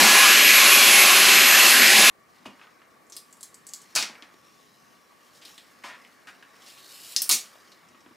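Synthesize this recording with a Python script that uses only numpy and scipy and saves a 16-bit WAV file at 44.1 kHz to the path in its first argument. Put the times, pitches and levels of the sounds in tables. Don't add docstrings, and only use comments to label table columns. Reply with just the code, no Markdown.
import sys
import numpy as np
from scipy import signal
from scipy.fft import rfft, irfft, next_fast_len
from scipy.io import wavfile
from scipy.ndimage import uniform_filter1d, map_coordinates

SR = 44100
rng = np.random.default_rng(int(sys.argv[2]) if len(sys.argv) > 2 else 0)


def inscribe(sig):
    pcm = np.round(np.clip(np.atleast_2d(sig).T, -1, 1) * 32767)
    wavfile.write(sys.argv[1], SR, pcm.astype(np.int16))


def to_linear_factor(level_db):
    exponent = np.asarray(level_db, float) / 20
    return 10 ** exponent


N = 359856
CUT = round(2.0992 * SR)
SIZE = 2 ** 15
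HZ = np.fft.rfftfreq(SIZE, 1 / SR)

# frequency in Hz, side relative to mid in dB.
JET_SIDE = [(60, -30), (130, -18.5), (290, -19.5), (640, -20), (1000, -34), (1400, -40), (2500, -34),
            (4000, -42.5), (6000, -39), (15000, -38.5)]
# frequency in Hz, side relative to mid in dB.
ROOM_SIDE = [(300, -9), (2000, -18), (5000, -46.5), (14000, -30)]
# frequency in Hz, width in Hz, level in dB.
EDGE_WOOD = [(232, 170, 1), (633, 490, -4), (1200, 620, -4)]


def unit(x):
    return x / np.sqrt(np.mean(x ** 2) + 1e-20)


def along(points, hz):
    f, v = np.transpose(points)
    return np.interp(np.log(hz + 1), np.log(f + 1), v)


def curves(rows):
    s, *columns = np.transpose(rows)
    return [np.interp(np.arange(N) / SR, s, column) for column in columns]


def wobble(rate):
    coarse = np.arange(0, N + 8, 8)
    knots = rng.standard_normal(int(N * rate / SR) + 4)
    return np.interp(np.arange(N), coarse, map_coordinates(knots, [coarse * rate / SR]))


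def modes(hz, table):
    response = 0
    for k, (c, w, db) in enumerate(table):
        response = response + (-1) ** k * to_linear_factor(db) * 1j * hz * w / (c * c - hz * hz + 1j * hz * w)
    return response


def bell(hz, centre, width):
    return 1 / (1 + ((hz - centre) / width) ** 2)


def rush(gain, side, patchy_db, start, stop, flicker_db=0):
    hz, t, z = signal.stft(rng.standard_normal((2, stop - start)), SR, nperseg=1024)
    field = uniform_filter1d(rng.standard_normal(z.shape[1:]), size=8, axis=0)
    field = uniform_filter1d(field, size=8, axis=1)
    at = np.minimum(start + t * SR, N - 1).astype(int)
    z = z * to_linear_factor(patchy_db * unit(field)) * gain(hz[:, None], at)
    flicker = flicker_db * unit(field[::-1]) * (hz > 900)[:, None]
    z[1] *= to_linear_factor(along(side, hz)[:, None] + flicker)
    pair = signal.istft(z, SR, nperseg=1024)[1][:, :stop - start]
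    return np.pad(pair / np.std(pair[0]), ((0, 0), (start, N - stop)))


def air():
    # frequency in Hz, density in dB per Hz.
    jet = [(25, -62), (100, -52), (140, -37), (170, -34.5), (200, -17), (930, -11.5), (1020, -7),
           (1440, -5), (2000, -3), (2700, -1), (3400, -5), (6540, -7.5), (9550, -15), (12500, -16),
           (15600, -25.5), (15900, -55)]
    # time in seconds, slit in Hz, corner in Hz, corner in dB, seal in dB.
    gap_rows = [(0, 2292, 877, 8, 2), (.2, 2428, 1078, 6, 3), (.33, 2400, 1408, 5.5, 3.5),
                (.45, 2333, 1302, -7, 4), (.65, 2460, 1091, 4.5, 3), (.9, 2300, 1403, -5.5, 2.5),
                (1.1, 2425, 1080, 2, 3), (1.4, 2167, 1049, -1.5, 4.5), (1.68, 2600, 1500, -2, 2),
                (1.76, 1755, 1096, -1.5, 5), (1.91, 1750, 1142, -10.5, 4.5), (2.0, 2300, 1300, -4.5, 2),
                (2.1, 2600, 1399, 3.5, 3)]
    # frequency in Hz, width in Hz, level in dB.
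    cavity = [(207, 20, 6), (378, 24, 8), (479.7, 43, -4), (570, 35, 6), (810, 31, 8.5), (889, 50, -5.5),
              (1054, 25, 7), (2230, 50, 0.5), (2410, 43, 1.5), (2673, 34, 3), (4200, 150, 2.5),
              (5450, 170, -1.5), (6200, 150, 1.5), (8020, 300, 3)]
    # time in seconds, length in seconds, Hz, dB.
    spots = [(.3, .18, 2380, 2.5), (.2, .15, 2780, 1.5), (.55, .1, 2500, 2.5), (.48, 0.072, 2000, 3.5),
             (.95, .08, 2230, 4), (.88, .1, 3200, 3), (1.15, 0.13, 3080, 2.5), (1.3, 0.13, 3200, 3.5),
             (1.22, .1, 3600, 3), (1.3, .12, 2200, -3), (1.56, .08, 1700, 5.5), (1.65, .07, 2630, 4),
             (1.65, 0.18, 2420, -2.5), (1.84, .07, 1800, 4), (1.95, .07, 2270, 4), (1.85, .15, 2900, 1.5),
             (2.07, .06, 2700, 3.5), (.5, 0.13, 4700, -3), (1.55, .08, 2500, -3), (.2, 0.14, 780, 2.5),
             (.6, 0.14, 2200, 1.5), (1.9, 0.073, 1300, -4), (2.0, 0.094, 780, 4), (.1, .08, 800, -1),
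             (1.1, .15, 730, 1.5), (1.85, .15, 3900, 2), (0, 0.14, 780, 4), (0, .2, 1700, 3),
             (0, .2, 2670, -3.5), (.42, 0.076, 4310, 4), (0.5, .07, 860, -4), (1, .09, 2200, 3.5),
             (0.8, .08, 2400, 2), (1.1, .12, 1940, -3), (1.34, .2, 4090, 3), (1.55, .07, 3570, -4),
             (1.57, 0.1, 1250, 4.5), (1.77, .12, 4520, 4.5), (1.7, .07, 2330, -3.5), (2.1, .07, 2760, -3),
             (2.1, .2, 3660, 2.5), (1.5, .05, 2150, -2.5)]
    bumps = [0, .04, .44, 1.2, 1.36, 1.82, 2.0]
    slit_hz, corner_hz, corner_db, seal_db = curves(gap_rows)
    since = np.arange(N) / SR - np.array(bumps)[:, None]
    bump_db = 9.5 * np.sum(np.exp(-(since / .062) ** 2), axis=0)

    def colour(hz, at):
        boom = .5 / (1 + (hz / 900) ** 4)
        bump = bump_db[at] / (1 + (hz / 300) ** 4 + (170 / (hz + 1)) ** 8)
        body = (seal_db[at] - 3) / (1 + (np.log((hz + 1) / 1900) / .5) ** 4)
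        slit = .92 * seal_db[at] * bell(hz, slit_hz[at], 250)
        corner = corner_db[at] * bell(hz, corner_hz[at], 120)
        box = sum(db * bell(hz, c, w) for c, w, db in cavity)
        for s, lasts, c, db in spots:
            box = box + db * np.exp(-((at / SR - s) / lasts) ** 2) * bell(hz, c, 100)
        choked = .59 * seal_db[at]
        return to_linear_factor(along(jet, hz) + boom + bump + body + slit + corner + box - choked)

    jet_noise = rush(colour, JET_SIDE, patchy_db=.8, start=0, stop=CUT, flicker_db=8)
    return to_linear_factor(-13.2 + .4 * wobble(12)) * jet_noise


def motor():
    # time in seconds, blade tone in Hz, blade tone in dB, shaft tone in dB.
    speed = [(0, 11790, -29, -29), (.2, 11785, -29, -25), (.35, 11772, -26, -28), (.5, 11780, -23, -28),
             (.62, 11785, -23.5, -36), (.72, 11790, -23, -35), (.85, 11805, -28, -40),
             (1.0, 11860, -25, -37), (1.2, 11795, -27, -37), (1.32, 11788, -30, -36),
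             (1.42, 11805, -25, -40), (1.6, 11822, -23.5, -38), (1.85, 11815, -25.5, -36),
             (1.97, 11795, -30, -29), (2.1, 11778, -32, -28)]
    # time in seconds, then second, third and fourth
    # shaft order, bearing and housing whistle in dB.
    load = [(0, -34.5, -39.5, -40, -30.5, -33), (.2, -32, -38, -39.5, -29, -33),
            (.4, -38.5, -33.5, -38, -34, -35), (.6, -33, -33.5, -32, -31, -31),
            (.75, -29.5, -40, -38, -27, -27.5), (.9, -32, -39, -31.5, -26.5, -31),
            (1.05, -36, -40, -35, -26, -33), (1.25, -38, -30, -38.5, -28.5, -31.5),
            (1.4, -38, -34, -35, -34, -31.5), (1.55, -38, -39, -34, -32.5, -29.5),
            (1.7, -37, -34, -38, -33, -26), (1.85, -37, -32, -38, -32, -30),
            (2.0, -34, -31, -30.5, -27.5, -33), (2.1, -33, -33.5, -32, -26, -32.5)]
    blades, cage = 7, .4665
    blade_hz, blade_db, shaft_db = curves(speed)
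    *orders_db, bearing_db, whistle_db = curves(load)
    turn = 2 * np.pi * np.cumsum(blade_hz / blades * (1 + .0002 * wobble(60))) / SR
    tones = to_linear_factor(shaft_db + 1 + .8 * wobble(14)) * np.sin(turn + .15 * wobble(30))
    for order, db in enumerate(orders_db, start=2):
        tones += to_linear_factor(db + 1 + .8 * wobble(25)) * np.sin(order * turn)
    bearing = to_linear_factor(bearing_db + 2 + 1.5 * wobble(12) + 2.2 * wobble(60))
    tones += bearing * np.sin((blades - cage) * turn + .8 * wobble(90))
    tones += to_linear_factor(-48 + 3 * wobble(8)) * np.sin((blades + cage) * turn)
    blade = to_linear_factor(blade_db + 1.9 * wobble(25)) * np.sin(blades * turn)

    def housing(hz, at):
        return abs(modes(hz, [(10660, 130, 0)])) ** 2

    whistle = rush(housing, JET_SIDE, patchy_db=2.5, start=0, stop=CUT)
    steady = np.sqrt(2) * (tones * to_linear_factor([[0], [-40]]) + blade * to_linear_factor([[0], [-22]]))
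    return steady + to_linear_factor(whistle_db + 1.5 * wobble(6)) * whistle


def jolt():
    t = np.arange(N) / SR
    shudder = np.cos(2 * np.pi * 45 * t) + to_linear_factor(9) * np.cos(2 * np.pi * 205 * t)
    return to_linear_factor(-43.5 - 60 * t / .35) * shudder * [[1], [.05]]


def ring(table):
    soft = 1 / (1 + 1j * HZ / (1.7 * table[-1][0])) ** 2
    thin = 1j * HZ / (.6 * table[0][0] + 1j * HZ)
    response = modes(HZ, table) * soft * thin
    return response / abs(irfft(response)).max()


def ticks(events, wood, width, tear_db, tear_t60):
    t, panel = np.arange(SIZE // 4) / SR, ring(wood)
    for s, db, edge_hz, strip_db, strip_hz, wood_db in events:
        push = to_linear_factor(tear_db - 60 * t / tear_t60) * rng.standard_normal(len(t))
        push[0] = 1
        steep = 1j * HZ / (strip_hz / 2 + 1j * HZ)
        dull = 1 + .6j * HZ / edge_hz - (.51 * HZ / edge_hz) ** 2
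        edge = ring([(edge_hz, width * edge_hz, 0)]) * steep / dull
        strip = to_linear_factor(strip_db + 3.5) * ring([(strip_hz, width * strip_hz, 0)])
        struck = (edge + strip) * steep + to_linear_factor(wood_db - 7.5) * panel
        yield s + .0008, to_linear_factor(db + .5) * rfft(push, SIZE) * struck


def snaps():
    # time in
    # seconds, peak in dB, edge in Hz, strip in Hz.
    releases = [(3.9504, -20, 6300, 5180), (3.9596, -6, 6400, 4350), (3.9614, -11, 4500, 2600),
                (4.0254, -13, 5000, 2400), (4.2228, -36, 3600, 2530), (4.3404, -50, 4000, 2220),
                (7.1626, -4, 5300, 5270), (7.167, -16, 9000, 5200), (7.2190, -4.5, 9800, 5350),
                (7.224, -19, 9000, 5350), (7.2915, -1.5, 9800, 5120), (7.3114, -3, 7000, 4300),
                (7.3174, -11, 6720, 4170), (7.3234, -8, 6600, 5390)]
    for s, db, edge_hz, strip_hz in releases:
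        yield s, db, edge_hz, -11 - .25 * (db + 11), strip_hz, -43 - db


def picks():
    # time in seconds, peak in dB, edge in Hz, strip in dB.
    nails = [(3.067, -51, 6740, -9.5), (3.0982, -36.5, 7250, -21), (3.1217, -30.5, 6030, -17),
             (3.154, -36.5, 8170, -14), (3.165, -22, 8700, -9.5), (3.307, -46, 7840, -17),
             (3.3265, -34, 7490, -26), (3.3687, -44, 7700, -13), (3.408, -32, 7650, -13),
             (3.4291, -22.5, 7400, -13.5), (3.543, -31, 7430, -26), (3.6671, -27, 7700, -24),
             (3.6890, -31, 6980, -19), (3.7349, -20.5, 7100, -10.5), (3.8163, -35, 7210, -28),
             (3.91, -53, 6930, -13), (5.3407, -55, 5640, -5), (5.4134, -46.5, 5550, -4.5),
             (5.451, -37, 8200, 2), (5.455, -41, 4000, -2), (5.5788, -42, 6800, 5.5),
             (6.6192, -45.5, 5826, -3), (6.68, -41, 6960, -13), (6.7761, -49, 5690, 5),
             (6.554, -54, 4000, 0), (7.7187, -40.5, 4300, -10), (8.005, -47, 5200, -10),
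             (7.886, -47.5, 5580, -8)]
    slack_hz, stiff_hz, taut_db = 2300, 4930, -43
    for s, db, edge_hz, strip_db in nails:
        strip_hz = slack_hz + (stiff_hz - slack_hz) / (1 + to_linear_factor(2 * (taut_db - db)))
        yield s, db, edge_hz, strip_db, strip_hz, -22 - .85 * (db + 26.5)


def knocks():
    # time in seconds, peak in dB, board in Hz, panel in dB.
    blows = [(2.4538, -44, 1600, -14), (2.4564, -39, 1080, 1), (2.5946, -50, 1480, -7),
             (2.6137, -44, 1500, -11), (2.6694, -50, 1130, -8), (2.817, -49.5, 1400, -10),
             (3.9600, -36, 574, -6), (4.095, -40.5, 910, 0), (4.153, -44, 1920, -14),
             (5.1194, -57, 710, -5), (5.8422, -35, 1000, -9), (5.861, -42, 1200, -16),
             (2.642, -51, 1200, -8), (8.109, -55, 1090, 6), (6.0485, -47.5, 2160, -8),
             (6.2716, -43, 1660, -18), (6.286, -42.5, 1670, -22), (6.4255, -43, 1700, -10),
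             (7.5543, -52, 865, -9), (7.9465, -52, 1300, 1), (8.0608, -49.5, 1200, 5),
             (5.5795, -45, 2200, -25)]
    for s, db, board_hz, panel_db in blows:
        yield s, db, 2400, 0, board_hz, panel_db


def tears():
    # time in seconds, peak in dB, Hz,
    # length in seconds, width as share of Hz.
    strokes = [(2.456, -40.5, 4500, .02, 0.89), (2.457, -42.5, 2850, 0.011, 0.06),
               (2.457, -49, 2500, .02, .06), (2.457, -47.5, 1070, 0.014, 0.14),
               (2.459, -50, 250, .028, 0.28), (2.458, -49.5, 600, .02, .3), (2.622, -50, 1970, .037, 1),
               (3.124, -40.5, 5645, 0.036, .6), (3.167, -37.5, 5180, 0.028, 0.24),
               (3.9528, -10.5, 6310, 0.006, 1), (3.963, -18.5, 4600, 0.044, .2),
               (3.962, -25, 2540, .033, 0.16), (3.96, -20.5, 6900, 0.042, .5), (4.026, -26, 2260, .025, .8),
               (3.9556, -28.5, 1200, 0.048, 1), (3.997, -24, 4260, .055, .85), (4.225, -49.5, 2380, .04, 1),
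               (5.348, -49.5, 5010, 0.056, .79), (5.417, -42.5, 3460, 0.026, .86),
               (5.837, -37, 1650, 0.063, 1), (5.838, -40, 5300, 0.074, 0.69),
               (5.886, -40.5, 1760, 0.092, 1), (6.271, -41, 1640, 0.037, 0.37), (6.271, -47, 5100, 0.05, 1),
               (6.662, -43, 4200, 0.07, 1), (7.1632, -27, 5300, .035, 0.07),
               (7.166, -33.5, 10000, .03, 0.65), (7.163, -39.5, 2850, 0.025, 0.058),
               (7.163, -36, 6290, .03, 0.039), (7.164, -45, 1970, .02, 0.097), (7.22, -33, 5440, .035, .06),
               (7.222, -27, 8800, .035, .15), (7.22, -40.5, 2700, .02, .2), (7.221, -34, 9500, 0.025, .5),
               (7.2935, -12.5, 9500, .014, 0.55), (7.294, -13, 4600, .02, 0.46),
               (7.312, -9.5, 6600, .05, 0.78), (7.2933, -34.5, 1067, 0.029, 0.28),
               (7.293, -33, 2310, .07, 0.11), (7.295, -23, 4400, .06, .1)]
    t, wood = np.arange(SIZE // 4) / SR, ring(EDGE_WOOD)
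    for s, db, hz, length, width in strokes:
        slips = rng.standard_normal((2, SIZE // 4))
        fade = np.clip(4 - 4 * t / length, 0, 1)
        push = slips[0] * to_linear_factor(5.37 * slips[1] - 8 * t / length) * fade
        wood_db = -14.5 - 3.5 * hz / 1000
        yield s, to_linear_factor(db - 19) * rfft(push, SIZE) * (ring([(hz, width * hz, 0)]) + to_linear_factor(wood_db) * wood)


def swells(s, db, rise_s, fall_s):
    t = np.arange(0, N + 256, 256)[:, None] / SR - s
    below_db = 10 * np.maximum(-t / abs(rise_s), t / abs(fall_s))
    level = 10 * np.log10(np.sum(to_linear_factor(2 * (db - below_db)), axis=1) + 1e-12)
    return np.interp(np.arange(N) / 256, np.arange(len(level)), level)


def rubbing():
    # peak time in seconds, peak in dB, seconds to rise 10 dB, seconds to fall
    # 10 dB (signs ignored), fizz over peel in dB.
    pulls = [(2.36, -60.5, -0.1, 0.4, -9), (2.6, -64, -0.2, .5, -9.5), (3.25, -68, 0.3, .8, 2),
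             (3.77, -64, 0.35, -7.2, -7), (4.02, -58, 0.5, 0.24, -7), (4.56, -61, 0.3, -0.4, -9),
             (5.27, -62, -0.1, .04, -4), (5.36, -58, -0.1, .1, -5.5), (5.47, -50.5, 0.04, 0.2, -6.5),
             (6.03, -64, -1.5, 1.5, -6), (6.66, -54.5, 0.12, 0.8, -10), (6.73, -54, 0.1, .04, -2.5),
             (6.95, -48, 0.17, 0.37, -2.5), (7.13, -43, 0.2, 0.05, -1.5), (7.24, -51, 0.08, 0.16, 6.5),
             (7.43, -57, 0.7, -0.5, -14), (7.78, -72, -2, 3, -6)]
    # peak time in seconds, peak in dB, seconds to rise and to fall 10 dB.
    arm = [(2.64, -55, 0.5, 0.5), (3.25, -60, 0, 0), (3.77, -58.5, 1.6, 1.5), (4.01, -44.5, 0.05, 0.21),
           (4.25, -53.5, -0.4, 0.1), (4.8, -63.5, 0, 3.5), (5.51, -53.5, 0.14, 0), (6.03, -54, 0.5, 0.1),
           (6.62, -55, 1, 0.35), (7.05, -60, 1, -0.7), (7.26, -50.5, 0.37, -0.5), (7.55, -68, 2, -0.7),
           (8.14, -59, 4, 2.5)]
    # frequency in Hz, width in Hz, level in dB.
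    strip = [(2860, 90, 3.5), (3930, 120, 2.5), (4610, 120, 1.5), (5370, 180, 4.5), (7700, 300, 3.5),
             (9700, 300, 0.5)]
    # frequency in Hz, density in dB per Hz.
    peel_colour = [(1500, -120), (2300, -0.5), (4500, 0.5), (7000, -2.5), (9000, -120)]
    fizz_colour = [(5000, -120), (7000, 1), (10000, 1), (15500, -3), (15900, -56.5)]
    sleeve_colour = [(200, -120), (400, -7), (1800, -2), (2300, -4.5), (4200, -61.5)]
    s, db, rise_s, fall_s, bright_db = np.transpose(pulls)
    peel_db = swells(s, db, rise_s, fall_s)
    fizz_db = swells(s, db + bright_db, rise_s, fall_s)
    sleeve_db = swells(*np.transpose(arm))

    def lifted(spectrum):
        return lambda hz, at: to_linear_factor(along(spectrum, hz) + sum(gain * bell(hz, c, w) for c, w, gain in strip))

    def cloth(hz, at):
        return to_linear_factor(along(sleeve_colour, hz))

    slips = unit(to_linear_factor(1.5 * wobble(600) + .8 * wobble(40) + .8 * wobble(200)))
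    peel = to_linear_factor(peel_db - 4) * rush(lifted(peel_colour), ROOM_SIDE, patchy_db=2.5, start=CUT, stop=N)
    fizz = to_linear_factor(fizz_db - 3) * rush(lifted(fizz_colour), ROOM_SIDE, patchy_db=0, start=CUT, stop=N)
    sleeve = to_linear_factor(sleeve_db - 5) * rush(cloth, ROOM_SIDE, patchy_db=1.1, start=CUT, stop=N)
    return slips * (peel + fizz) + sleeve


def room(count):
    # frequency in Hz, time to fall 60 dB in seconds.
    decay = [(300, .3), (2000, .27), (5500, .24), (14000, .21)]
    hz, t, z = signal.stft(rng.standard_normal((count, 2, SIZE // 2)), SR, nperseg=256)
    z = z * to_linear_factor(-60 * t / along(decay, hz)[:, None])
    z[:, 1] *= to_linear_factor(along(ROOM_SIDE, hz))[:, None]
    tail = np.pad(signal.istft(z, SR, nperseg=256)[1], ((0, 0), (0, 0), (150, 0)))
    return rfft(tail, SIZE) / np.linalg.norm(tail[0, 0])


def placed(sounds, walls_db, room_db):
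    # delay in seconds, level in dB.
    echoes = [(.0032, -0.5), (.0062, -10), (0.0115, -11)]
    out, tails = np.zeros((2, N + SIZE)), room(count=3)
    walls = 1 + to_linear_factor(walls_db) * sum(to_linear_factor(db) * np.exp(-2j * np.pi * HZ * s) for s, db in echoes)
    spaces = walls * [[1], [.07]] + to_linear_factor(room_db) * tails
    for k, (s, direct) in enumerate(sounds):
        heard = irfft(direct * spaces[k % len(spaces)])
        out[:, round(s * SR):][:, :SIZE // 2] += heard[:, :SIZE // 2]
    return out[:, :N]


def hush():
    # frequency in Hz, density in dB per Hz.
    tone_colour = [(24, -49), (40, -20), (250, -2.5), (650, -9.5), (900, -12), (1400, -23), (2400, -18),
                   (3400, -23), (5500, -23.5), (9000, -26.5), (15600, -29.5), (16000, -60)]
    # frequency in Hz, side relative to mid in dB.
    tone_side = [(60, -9), (110, -5.5), (200, -3), (380, -6), (700, -1), (1290, -0.5), (2380, 0),
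                 (4400, -4), (8120, -12), (15000, -28.5)]
    # frequency in Hz, width in Hz, level in dB.
    drone = [(1130, 75, 0), (1880, 140, -6.5), (646, 60, -9)]

    def colour(hz, at):
        return np.hypot(to_linear_factor(along(tone_colour, hz)), to_linear_factor(3.5) * abs(modes(hz, drone)) ** 2)

    return to_linear_factor(-61.5) * rush(colour, tone_side, patchy_db=1.3, start=CUT, stop=N)


def scene():
    # frequency in Hz, width in Hz, level in dB.
    bottom = [(222, 75, 7), (428, 142, -7)]
    vacuum = (np.arange(N) < CUT) * (air() + motor() + jolt())
    snapping = ticks(snaps(), EDGE_WOOD, width=.5, tear_db=-22, tear_t60=.04)
    picking = ticks(picks(), EDGE_WOOD, width=.3, tear_db=-23, tear_t60=.04)
    knocking = ticks(knocks(), bottom, width=.35, tear_db=-20, tear_t60=.05)
    hands = placed(snapping, walls_db=-9, room_db=-4.5)
    hands += placed(picking, walls_db=-2.5, room_db=-1.5)
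    hands += placed(knocking, walls_db=-10, room_db=-4.5)
    hands += placed(tears(), walls_db=-9, room_db=-2.5)
    tone = hush()
    mid, side = vacuum + hands + rubbing() + tone
    side += .17 * tone[0]
    return np.array([mid + side, mid - side])


def top_cut(x):
    return signal.sosfilt(signal.butter(12, 16480, fs=SR, output="sos"), x)


def record(dry):
    size = next_fast_len(N + SR // 4)
    hz = np.fft.rfftfreq(size, 1 / SR)
    band = 1 / np.sqrt((1 + (60 / (hz + 1)) ** 4) * (1 + (hz / 15780) ** 200))
    rounded = dry / (1 + abs(dry / .95) ** 5) ** (1 / 5)
    heard = irfft(rfft(rounded, size) * band, size)[:, :N]
    return top_cut(heard)


dry = scene()
out = record(dry)
inscribe(out)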